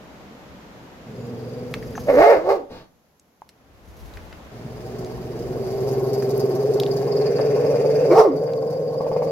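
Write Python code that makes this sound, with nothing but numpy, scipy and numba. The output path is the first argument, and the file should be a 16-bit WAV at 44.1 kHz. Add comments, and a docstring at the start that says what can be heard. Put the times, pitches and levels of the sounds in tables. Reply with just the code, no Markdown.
"""A big dog behind a wire fence growls at another dog and breaks into hoarse barks in a stony yard. The growl
is a low buzz from the vocal folds, chopped about twenty times a second by fluttering throat tissue; it tightens
and rises. Each bark is a hard push of air through jaws that open and shut. Stones and collar hardware click,
paws scuff and a small bird whistles once. Behind it all lies the yard's hush, whose level dips for about a
second after barking."""
import sys
import numpy as np
from scipy import signal
from scipy.fft import rfft, irfft, next_fast_len
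from scipy.io import wavfile
from scipy.ndimage import uniform_filter1d, map_coordinates
from numba import njit

SR = 44100
rng = np.random.default_rng(int(sys.argv[2]) if len(sys.argv) > 2 else 0)


def transcribe(signal):
    """Save signal, clipped to [-1, 1], as a 16-bit WAV file at the path in sys.argv[1]."""
    frames = np.atleast_2d(signal).T
    limited = np.clip(frames, -1, 1)
    pcm = np.round(limited * 32767).astype(np.int16)
    wavfile.write(sys.argv[1], SR, pcm)


N = 410571

# Tone colours of the background: f/Hz, level/dB
HUSH_COLOUR = [(40, -36), (130, -1), (220, 1), (350, -3.5), (540, -3.5), (2150, -16), (7000, -28.5),
               (8800, -41), (13500, -34), (16000, -61.5)]
MIC_HISS_COLOUR = [(1000, -7), (6500, 5.5), (8700, -10), (11500, 6.5), (16000, -6.5)]
GRIT_COLOUR = [(1500, -12.5), (6300, -1.5), (8500, -22), (11500, -2), (16000, -19.5)]
RUMBLE_COLOUR = [(20, -28.5), (55, -3), (85, -5.5), (300, -52)]
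ECHO_COLOUR = [(400, -19), (1000, -3.5), (5000, 2.5), (12000, 8)]
# How alike left and right are: f/Hz, likeness (1 = the same)
STEREO_LIKENESS = [(180, 1), (550, .7), (1500, 0)]
# How long the echo takes to fade by 60 dB: f/Hz, time/s
ECHO_FADE = [(150, 0.73), (900, 0.26), (10000, 0.057)]
# The background sinks after barking: t/s, fall/s, hold/s, recovery/s, depth/dB
HUSH_DIPS = [(2.51, 0.27, 0.59, 0.77, 18.5), (8.153, 0.33, 0.24, 1, 9)]
# Puffs of air on the microphone: middle t/s, half length/s, boost/dB
AIR_PUFFS = [(1.945, 0.3, 10.5), (4.003, 0.35, 13.5), (5.288, 0.75, 10)]
# A bird's whistle: t/s, length/s, f/Hz, level/dB
BIRD_CALLS = [(1.157, 0.15, 6970, -62)]
# Paws slide over grit: t/s, rise/s, fall/s, level/dB
PAW_SCUFFS = [(1.6, 0.59, 0.13, -49.5), (3.75, 0.18, 0.8, -62.5)]
# Stones knocked by paws: t/s, relative level/dB, f/Hz, half width/octaves
STONE_KNOCKS = [(1.74, -28, 1600, 0.45), (1.826, -39.5, 1800, 0.36), (1.953, -33.5, 1330, 0.5),
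                (1.978, -24.5, 900, 0.55), (3.419, -37, 810, 0.4), (3.491, -47.5, 2740, 1.5),
                (4.171, -39, 2000, 0.49), (4.327, -40.5, 1570, 0.7), (6.224, -36.5, 1490, 0.58)]
# Collar hardware ticks, and a chain link rings: t/s, relative level/dB, f/Hz
COLLAR_TICKS = [(1.741, -29.5, 3670), (3.197, -50, 6520), (4.138, -43.5, 4400), (4.172, -45, 4300),
                (4.328, -48, 4300), (5.047, -41, 4940), (6.8, -23, 3940), (6.835, -28, 3540),
                (6.864, -34, 3420), (8.535, -41, 3720)]
CHAIN_RINGS = [(1.954, -50, 6220)]
# Wet smacks of the lips: t/s, relative level/dB
LIP_SMACKS = [(6.3778, -23.5), (6.8008, -19)]

# Tone colours of the dog: f/Hz, level/dB
NOSE_COLOUR = [(520, 6.5), (1250, -8), (2700, -17.5), (4400, -15.5), (8500, -37)]
SNARL_COLOUR = [(300, 4.5), (520, 21), (1150, 2), (1450, -30), (2150, -15.5), (3600, -32), (4800, -21),
                (9000, -45)]
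RASP_COLOUR = [(200, -36.5), (480, -7.5), (620, 8.5), (760, 1.5), (860, -11.5), (950, -12.5), (1060, -9.5),
               (1200, -29.5), (3000, -76.5)]
BREATH_COLOUR = [(400, -0.5), (1500, 6), (2300, 0.5), (8000, -36)]
LIP_COLOUR = [(2400, -16), (3800, 0), (4900, 6.5), (6100, 5), (8600, -9), (11800, -3), (14000, -2.5),
              (16000, -11.5)]  # air past closed lips
TEETH_COLOUR = [(900, -9), (1500, 6), (2650, 4), (3100, -16), (4300, -5), (4800, -0.5), (6100, -1.5),
                (8700, -20), (10300, -15), (13600, -14), (16000, -23.5)]  # air past bared teeth
SIDE_BARK_COLOUR = [(200, -19), (450, 0), (790, -4.5), (1200, -12.5), (1800, -29), (3100, -36.5),
                    (4800, -36.5), (8500, -53)]
FRONT_BARK_COLOUR = [(200, -30), (450, -2), (720, -6), (1200, -6.5), (1700, -36.5), (3500, -39),
                     (5500, -32), (6800, -46), (15000, -53)]
UPPER_THROAT_COLOUR = [(800, -19), (1250, -1), (2100, 3), (3200, -25), (6000, -48)]  # a bark's higher resonances
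RATTLE_COLOUR = [(70, -24.5), (130, 6), (230, .5), (330, -5.5), (500, -58)]
# The dog draws air: t/s, rise/s, hold/s, fall/s, level/dB
NOSE_SNORTS = [(2.675, 0.036, 0.055, 0.152, -39.5)]
# Saliva between the lips: t/s, rise/s, hold/s, fall/s, level/dB, f/Hz
SALIVA_SIZZLES = [(5.412, 0.61, .45, 0.26, -59, 12160)]
# Wet wheezes: middle t/s, level/dB
WET_WHEEZES = [(6.914, -38), (6.971, -41), (7.12, -36.5), (7.166, -40), (7.214, -38), (7.263, -36.5),
               (7.364, -39), (7.412, -39)]
# Snarling catches in the throat: t/s, level/dB
THROAT_CATCHES = [(9.003, -22), (9.062, -24), (9.111, -21), (9.16, -20), (9.216, -24), (9.267, -25.5)]
# Barks and short yaps: t/s, rise/s, hold/s, fade/(dB per s), level/dB,
# then relative amounts: brightness/dB, clean tone/dB, upper throat/dB, mouth resonance/dB
BARK_PUSHES = [(2.06, 0.033, .008, 188, -12, 3, -24, -17, 2.5),
               (2.081, 0.11, 0.13, 197, -9, 0.5, -17, -14.5, -2),
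               (2.399, 0.097, 0.026, 237.5, -13.5, -1.5, -10.5, -25.5, -8),
               (8.082, 0.035, 0.027, 227, -10, -4.5, -3, -19, -3.5),
               (8.124, 0.049, 0.037, 286, -7.5, -0.5, -2.5, -33.5, -6.5),
               (8.234, 0.017, 0.006, 174, -12.5, -8.5, -3, -17, 4.5)]
# The jaws open and shut through the barks: t/s, pitch/Hz, mouth resonance/Hz
JAW_MOVES = [(2.09, 290.7, 576), (2.15, 247, 450), (2.195, 303.2, 641), (2.245, 408.6, 702),
             (2.31, 479.7, 554), (2.375, 290, 529), (2.515, 412, 597), (2.56, 384, 545), (2.595, 283, 414),
             (8.125, 338.7, 512), (8.16, 441, 775), (8.25, 447, 628), (8.275, 361, 416), (8.3, 273.5, 347)]
# A squeak at the start of a bark: t/s, length/s, first f/Hz, last f/Hz, level/dB
BARK_YELPS = [(8.099, .036, 2380, 2200, -37)]
# Growls at full effort: start t/s, end t/s, pitch/Hz, throat resonance/Hz, pitch climb/share, chest/dB,
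# octave against chest/dB, rasp/dB, air/dB, noisy ring against note/dB, surge per flap/dB
GROWL_SHAPES = [(1.054, 2.141, 130.6, 435.4, .04, -29, 0, -36, -57, 2, 3),
                (4.512, 8.217, 131.3, 404.2, .13, -29, -6, -31.5, -52.5, -4.5, 4),
                (8.31, 9.383, 152.6, 494, .05, -31.5, -7.5, -31, -59, -3, 0.4)]
# How hard the throat works, one list per growl: t/s, level/dB
GROWL_EFFORT = [
    [(1.12, -46.5), (1.16, -40), (1.482, -35.5), (2.04, -38.5)],
    [(4.6, -46), (5.034, -32), (5.16, -37), (5.85, -23), (6.9, -20.5), (8.05, -17)],
    [(8.38, -23.5), (9.02, -25.5), (9.3, -23.5)],
]
# How fast the throat tissue flaps: t/s, f/Hz
FLAP_RATE = [(2.1, 21), (4.5, 20.6), (5.6, 19.3), (6.85, 19.2), (7.1, 20.7), (8.1, 19.8)]
# The throat note cracks upward: middle t/s, half length/s, rise/Hz
VOICE_CRACKS = [(7.65, .02, 56.7), (7.751, .017, 67.5), (8.018, .022, 63), (8.492, .032, 54.8),
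                (8.741, .034, 60.45), (9.006, .035, 43.3)]
# The teeth are bared: t/s, rise/s, hold/s, fall/s
TEETH_BARED = [(6.902, 0.36, .8, 0.15)]

HUSH_DB, RUMBLE_DB, MIC_HISS_DB = -44, -53.5, -71
TURN_S = 5.6  # barks after this time face the microphone
SHUT_HZ, WIDE_HZ = 290, 430  # bark pitch with the jaws nearly shut and wide open
FULL_EFFORT_DB = -19
CHEST_GROWS, RASP_GROWS, AIR_GROWS, WHISTLE_GROWS = .49, .67, .45, .65  # dB per dB of effort


def amp(db):
    """Turn decibels into a gain."""
    return 10 ** (np.asarray(db) / 20)


def unit(x):
    """Scale x to an average power of 1."""
    return x / np.sqrt(np.mean(x ** 2) + 1e-20)


def steady(x):
    """Even out the loudness of x, keeping a power of 1."""
    return unit(x / np.sqrt(np.abs(uniform_filter1d(x * x, size=500)) + 1e-12))


def along(points, hz):
    """Read (frequency, value) points at hz, on a log axis."""
    f, v = np.transpose(points)
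    return np.interp(np.log(hz + 1), np.log(f + 1), v)


def curves(rows, t):
    """Read each column after the first at the times t."""
    s, *cols = np.transpose(rows)
    return [np.interp(t, s, c) for c in cols]


def span(start, end):
    """Sample times from start to end."""
    return np.arange(int(start * SR), int(end * SR)) / SR


def plateau(t, start, rise, hold, fall):
    """Go from 0 to 1 and back in straight lines."""
    return np.clip(np.minimum((t - start) / rise, (start + rise + hold + fall - t) / fall), 0, 1)


def add(track, s, x):
    """Mix x into the track at time s."""
    part = track[max(int(s * SR), 0):][:len(x)]
    part += x[:len(part)]


def wobble(rate, t):
    """A smooth curve through `rate` random values a second."""
    return map_coordinates(rng.standard_normal(int(N * rate / SR) + 4), [t * rate])


def noise(t):
    """White noise over the times t."""
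    return rng.standard_normal(N)[:len(t)]


def filtered(x, response):
    """Scale each frequency in x by response(frequency)."""
    size = x.shape[-1]
    m = next_fast_len(size + 8192)
    return irfft(rfft(x, m) * response(np.fft.rfftfreq(m, 1 / SR)), m)[..., :size]


def coloured(x, colour):
    """Give x a tone colour, at power 1."""
    return unit(filtered(x, lambda hz: amp(along(colour, hz))))


def band(t, hz, octaves):
    """Noise in a band around hz, at power 1."""
    return unit(filtered(noise(t), lambda f: 1 / (1 + np.abs(np.log2((f + 1) / hz) / octaves) ** 3)))


def above(x, edge_hz):
    """Cut the lows below a moving edge by fading between two filters."""
    low, high = (filtered(x, lambda f: 1 - 1 / (1 + (f / hz) ** 16))
                 for hz in (edge_hz.min(), edge_hz.max()))
    return low + (high - low) * (edge_hz - edge_hz.min()) / (np.ptp(edge_hz) + 1e-9)


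@njit
def resonate(x, hz, width_hz, sr):
    """Make x ring at a moving frequency."""
    y, state = np.zeros(len(x)), 0j
    for i in range(len(x)):
        state = state * np.exp((-np.pi * width_hz + 2j * np.pi * hz[i]) / sr) + x[i]
        y[i] = state.real
    return y


def cavity(x, hz, widths_hz):
    """The air in a throat or mouth rings: two resonances in a row."""
    return resonate(resonate(x, hz, widths_hz[0], SR), hz, widths_hz[1], SR)


def stereo_noise(colour, likeness):
    """Noise of power 1 whose two sides are partly alike."""
    def response(hz):
        angle = np.arccos(np.clip(along(likeness, hz), -1, 1)) / 2
        return amp(along(colour, hz)) * [np.cos(angle), np.sin(angle)]
    mid, side = filtered(rng.standard_normal((2, N)), response)
    return unit(np.array([mid + side, mid - side]))


def placed(x, lead_s, left_db):
    """Make x stereo: the left side is lead_s earlier, and left_db against the right."""
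    half = np.array([[.5], [-.5]])
    return filtered(x, lambda hz: amp(half * left_db) * np.exp(2j * np.pi * half * hz * lead_s))


def yard():
    """The outdoor hush, and light air rumbling on the microphone, mostly on the left."""
    t = np.arange(N) / SR
    dip_db = sum(depth * plateau(t, *shape) for *shape, depth in HUSH_DIPS)
    gust_db = sum(db * np.exp(-((t - s) / half) ** 2) for s, half, db in AIR_PUFFS)
    hush = amp(HUSH_DB) * stereo_noise(HUSH_COLOUR, STEREO_LIKENESS)
    rumble = stereo_noise(RUMBLE_COLOUR, likeness=[(30, .49)])
    rumble *= amp(RUMBLE_DB + gust_db + 1.3 * wobble(32, t) + [[1.5], [-2.5]])
    return amp(-dip_db) * (hush + rumble)


def wall_echo(x):
    """Walls and paving scatter a short echo, different at each ear."""
    hz, t, bands = signal.stft(rng.standard_normal((2, SR // 3)), SR, nperseg=256)
    tail = signal.istft(bands * amp(-60 * t / along(ECHO_FADE, hz)[:, None]), SR, nperseg=256)[1]
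    tail = filtered(tail / np.linalg.norm(tail[0]), lambda f: amp(along(ECHO_COLOUR, f)))
    return signal.fftconvolve(np.pad(x, (130, 0))[None], tail, axes=1)[:, :N]


def bird():
    """A far-off bird whistles one thin note."""
    track = np.zeros(N)
    for s, length, hz, db in BIRD_CALLS:
        t = span(0, length)
        cycles = np.cumsum(hz + 15 * wobble(44, t)) / SR
        add(track, s, amp(db) * np.sin(np.pi * t / length) * np.sin(2 * np.pi * cycles))
    return track


def scuffs():
    """Grit crunches unevenly under a sliding paw."""
    track = np.zeros(N)
    for s, rise, fall, db in PAW_SCUFFS:
        t = span(0, rise + fall)
        grains = unit(amp(5.5 * wobble(100, t)) * coloured(noise(t), GRIT_COLOUR))
        add(track, s, amp(db) * plateau(t, 0, rise, 0, fall) * grains)
    return track


def clicks(rows, fade_s):
    """Each knock is a burst of noise in its own band, dying by 60 dB in fade_s."""
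    track, t = np.zeros(N), span(0, .2)
    for s, db, hz, octaves in rows:
        add(track, s, amp(db + 4 - 60 * t / fade_s) * steady(band(t, hz, octaves)))
    return track


def stones():
    """Paws knock stones together."""
    return clicks(STONE_KNOCKS, fade_s=.025)


def chain_link(octaves=.08):
    """A struck link of the collar chain rings on in a narrow band."""
    return clicks([(*row, octaves) for row in CHAIN_RINGS], fade_s=.25)


def collar(octaves=.42):
    """Collar hardware knocks together in dry ticks."""
    return clicks([(*row, octaves) for row in COLLAR_TICKS], fade_s=.011)


def lip_smacks(hz=11830, octaves=.27, trim_db=-12):
    """Wet lips smack with a tiny, high click."""
    return clicks([(s, db + trim_db, hz, octaves) for s, db in LIP_SMACKS], fade_s=.013)


def snorts():
    """Air rushes in through the nose."""
    track = np.zeros(N)
    for s, rise, hold, fall, db in NOSE_SNORTS:
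        t = span(0, rise + hold + fall)
        add(track, s, amp(db) * plateau(t, 0, rise, hold, fall) ** 2 * coloured(noise(t), NOSE_COLOUR))
    return track


def sizzles():
    """Saliva sizzles between the lips, pulsing as fast as the throat flaps."""
    track = np.zeros(N)
    for s, rise, hold, fall, db, hz in SALIVA_SIZZLES:
        t = span(0, rise + hold + fall)
        flaps = np.cumsum(curves(FLAP_RATE, s + t)[0]) / SR
        spits = amp(6.1 * np.cos(2 * np.pi * flaps) + 3.5 * wobble(140, t))
        sizzle = unit(spits * band(t, hz, octaves=.07))
        add(track, s, amp(db) * plateau(t, 0, rise, hold, fall) * sizzle)
    return track


def wheezes(length_s=.012):
    """Wet wheezes: very short puffs of high, narrow noise."""
    track, t = np.zeros(N), span(0, length_s)
    for s, db in WET_WHEEZES:
        puff = np.hanning(len(t)) * steady(band(t, hz=4700, octaves=.09))
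        add(track, s - length_s / 2, amp(db) * puff)
    return track


def vocal_folds(cycles, t, scatter_db, sharp):
    """Each cycle of the folds gives one uneven pulse and a puff of noisy air."""
    pulses = np.diff(np.floor(cycles), prepend=np.floor(cycles[0])) * amp(scatter_db * wobble(150, t))
    puffs = noise(t) * np.exp(sharp * np.cos(2 * np.pi * cycles))
    return unit(pulses - pulses.mean()), unit(puffs)


def snarls(pitch_hz=165.3):
    """The throat catches for just a few beats of the folds."""
    track, t = np.zeros(N), span(0, .018)
    shape = plateau(t, 0, rise=.0024, hold=.00594, fall=.00684)
    for s, db in THROAT_CATCHES:
        pulses, puffs = vocal_folds(pitch_hz * t, t, scatter_db=-2, sharp=.59)
        add(track, s, amp(db) * shape * coloured(pulses + puffs, SNARL_COLOUR))
    return track


def yelps():
    """A short, rough squeak slides down at the start of a bark."""
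    track = np.zeros(N)
    for s, length, first_hz, last_hz, db in BARK_YELPS:
        t = span(0, length)
        hz = np.linspace(first_hz, last_hz, len(t)) * (1 + .03 * wobble(500, t))
        add(track, s, amp(db) * np.hanning(len(t)) * unit(np.sin(2 * np.pi * np.cumsum(hz) / SR)))
    return track


def bark(start, rise, hold, fade_db_per_s, db, bright_db, tone_db, upper_db, mouth_db):
    """A hard push of air rattles the folds while the mouth opens and shuts."""
    t = span(0, rise + hold + 45 / fade_db_per_s)
    push = np.minimum(t / rise, 1) ** 2 * amp(db - fade_db_per_s * np.maximum(t - rise - hold, 0))
    pitch_hz, mouth_hz = curves(JAW_MOVES, start + t)
    cycles = np.cumsum(pitch_hz * (1 + .035 * wobble(220, t))) / SR
    pulses, puffs = vocal_folds(cycles, t, scatter_db=6, sharp=1.4)
    buzz = unit(pulses + .8 * puffs)
    mouth = steady(cavity(pulses + puffs, mouth_hz, widths_hz=(110., 200.)))
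    colour = FRONT_BARK_COLOUR if start > TURN_S else SIDE_BARK_COLOUR
    voice = coloured(buzz, colour) + amp(mouth_db) * mouth
    # wide jaws lose the bass; closing ones leave a round, low tone
    wide = np.clip((pitch_hz - SHUT_HZ) / (WIDE_HZ - SHUT_HZ), 0, 1)
    voice = unit(voice - wide * filtered(voice, lambda f: 1 / (1 + (f / 370) ** 10)))
    voice = steady(voice + amp(tone_db + 5.5 * (1 - wide)) * unit(np.sin(2 * np.pi * cycles)))
    body = filtered(voice, lambda f: 1 / (1 + (f / 800) ** 6))
    hiss = filtered(voice, lambda f: 1 - 1 / (1 + (f / 3400) ** 8))
    # the air is fastest partway through the hold; slower air dulls the bark but spares most of the hiss
    slow = 1 - np.exp(-((t - rise - .4 * hold) / (.009 + .7 * hold)) ** 2)
    upper = voice - body - hiss + amp(upper_db) * coloured(buzz, UPPER_THROAT_COLOUR)
    upper += amp(5 * slow) * hiss
    return push * (body + amp(bright_db - 4 - 6.5 * slow) * upper)


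def barks():
    """Two tracks: barks heard from the side, and from the front."""
    side, front = np.zeros((2, N))
    for row in BARK_PUSHES:
        add(front if row[0] > TURN_S else side, row[0], bark(*row))
    return side, front


def swing(flaps, lag):
    """One wave per flap of the throat, late by lag cycles."""
    return np.cos(2 * np.pi * (flaps - lag))


def throb(flaps, depth, lag):
    """A gain that swells once per flap."""
    return unit(1 + depth * swing(flaps, lag))


def nose_whistle(t, flaps, pitch_hz=4770):
    """Air squeezes through the nose in a thin whistle that swells with every flap."""
    hz = pitch_hz * (1 + .012 * wobble(40, t) + .026 * wobble(1100, t))
    swell = .3 + np.maximum(swing(flaps, lag=.22), 0) ** 4
    return unit(np.sin(2 * np.pi * np.cumsum(hz) / SR) * swell * amp(3.2 * wobble(25, t)))


def mouth_air(pulses, puffs, flaps, bared, effort_db):
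    """Air spits past closed lips or rushes past bared teeth, along with plain breath."""
    lips = coloured(1.3 * pulses + puffs * throb(flaps, depth=.31, lag=.15), LIP_COLOUR)
    teeth = coloured(.25 * pulses + puffs * throb(flaps, depth=.43, lag=.1), TEETH_COLOUR)
    breath = coloured(puffs * throb(flaps, depth=.37, lag=.054), BREATH_COLOUR)
    return np.sqrt(1 - bared) * lips + bared ** 2 * amp(4) * teeth + amp(-.11 * effort_db) * breath


def chest_tone(t, cycles, puffs, flaps, effort_db, octave_db):
    """The low note, strongest while the flap is shut, and its octave. Slack folds rattle more."""
    rattle = (.36 - .02 * effort_db) * coloured(puffs, RATTLE_COLOUR)
    low = (np.sin(2 * np.pi * cycles) + rattle) * np.sqrt(1 + .92 * swing(flaps, lag=0))
    octave = np.sin(2 * np.pi * 2 * cycles + .42 * wobble(45, t)) * throb(flaps, depth=.44, lag=-.31)
    return low + amp(octave_db + 3 * wobble(70, t)) * octave


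def throat_note(t, cycles, flaps):
    """The throat lifts a note at three times the pitch, which wavers and cracks upward."""
    cracks_hz = sum(hz * np.exp(-((t - s) / half) ** 2) for s, half, hz in VOICE_CRACKS)
    bend_hz = cracks_hz + 11 * wobble(40, t) - 6 * swing(flaps, lag=.11)
    return unit(np.sin(2 * np.pi * (3 * cycles + np.cumsum(bend_hz) / SR) + .3 * wobble(160, t)))


def throat_ring(pulses, puffs, throat_hz, bared, level_db):
    """Swirling air rings in the throat; bared teeth boost it and add a higher, wider resonance."""
    ring = steady(cavity(pulses + .94 * puffs, throat_hz, widths_hz=(80., 85.)))
    mouth = unit(cavity(puffs, 1.214 * throat_hz, widths_hz=(140., 160.)))
    return amp(level_db + 7 * bared) * ring + amp(-15) * bared * mouth


def growl(row, effort):
    """The folds buzz under a fluttering flap of tissue; effort sets the level of every layer."""
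    start, end, base_hz, base_throat_hz, climb, chest_db, octave_db, rasp_db, air_db, ring_db, flap_db = row
    t = span(start, end)
    effort_db = curves(effort, t)[0] - FULL_EFFORT_DB
    bared = plateau(t, *TEETH_BARED[0])
    # the throat tightens slowly at first, then faster; a slack growl sits lower
    tension = climb * np.linspace(0, 1, len(t)) ** 2.4
    pitch_hz = base_hz * (1 + tension) + .51 * effort_db
    throat_hz = base_throat_hz * (1 + 1.53 * tension)
    # running counts of the slow flaps and the fast fold cycles
    flaps = np.cumsum(curves(FLAP_RATE, t)[0]) / SR + .06 * wobble(14, t)
    cycles = np.cumsum(pitch_hz * (1 + .01 * swing(flaps, lag=.28) + .015 * wobble(70, t))) / SR
    pulses, puffs = vocal_folds(cycles, t, scatter_db=7, sharp=1)
    chest = chest_tone(t, cycles, puffs, flaps, effort_db, octave_db)
    ring = throat_ring(pulses, puffs, throat_hz, bared, ring_db - .55 * effort_db)
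    throat = steady(throat_note(t, cycles, flaps) + above(ring, .9 * throat_hz))
    # one surge per flap, no two alike; bared teeth soften them
    surge_db = flap_db * (1 - .52 * bared) * (1 + .28 * wobble(7.2, t)) * swing(flaps, lag=-.029)
    throat = unit(throat * amp(surge_db + wobble(45, t)))
    rasp = unit(steady(coloured(puffs, RASP_COLOUR)) * throb(flaps, depth=.33, lag=.39))
    voice = (amp(chest_db + CHEST_GROWS * effort_db) * chest
             + amp(FULL_EFFORT_DB + effort_db) * throat
             + amp(rasp_db + RASP_GROWS * effort_db) * rasp
             + amp(air_db + AIR_GROWS * effort_db) * mouth_air(pulses, puffs, flaps, bared, effort_db)
             + amp(-55.5 + WHISTLE_GROWS * effort_db) * nose_whistle(t, flaps))
    fade_s = .019
    return voice * plateau(t, start, fade_s, end - start - 2 * fade_s, fade_s)


def growls():
    """Three growls, each with its own rise and fall of effort."""
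    track = np.zeros(N)
    for row, effort in zip(GROWL_SHAPES, GROWL_EFFORT):
        add(track, row[0], growl(row, effort))
    return track


def scene():
    """Mix the dog with the yard; its voice echoes more than the small sounds do."""
    voice = growls() + snorts() + sizzles() + wheezes() + snarls()
    small = stones() + chain_link() + scuffs() + bird()
    near = collar() + lip_smacks()
    side, front = barks()
    front += yelps()
    direct = (placed(voice, lead_s=.00011, left_db=-.5)
              + placed(side, lead_s=.00015, left_db=-2.5)
              + placed(front, lead_s=0, left_db=-1.3) + small + near)
    echo = wall_echo(voice + amp(-2) * (side + front) + amp(-11) * small + amp(-17) * near)
    return direct + echo + yard() + amp(MIC_HISS_DB) * stereo_noise(MIC_HISS_COLOUR, STEREO_LIKENESS)


def record(dry):
    """Round off the loudest peaks and cut the very highest treble."""
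    rounded = dry / (1 + np.abs(dry) ** 6) ** (1 / 6)
    return filtered(rounded, lambda hz: hz < 15900)


dry = scene()
out = record(dry)
transcribe(out)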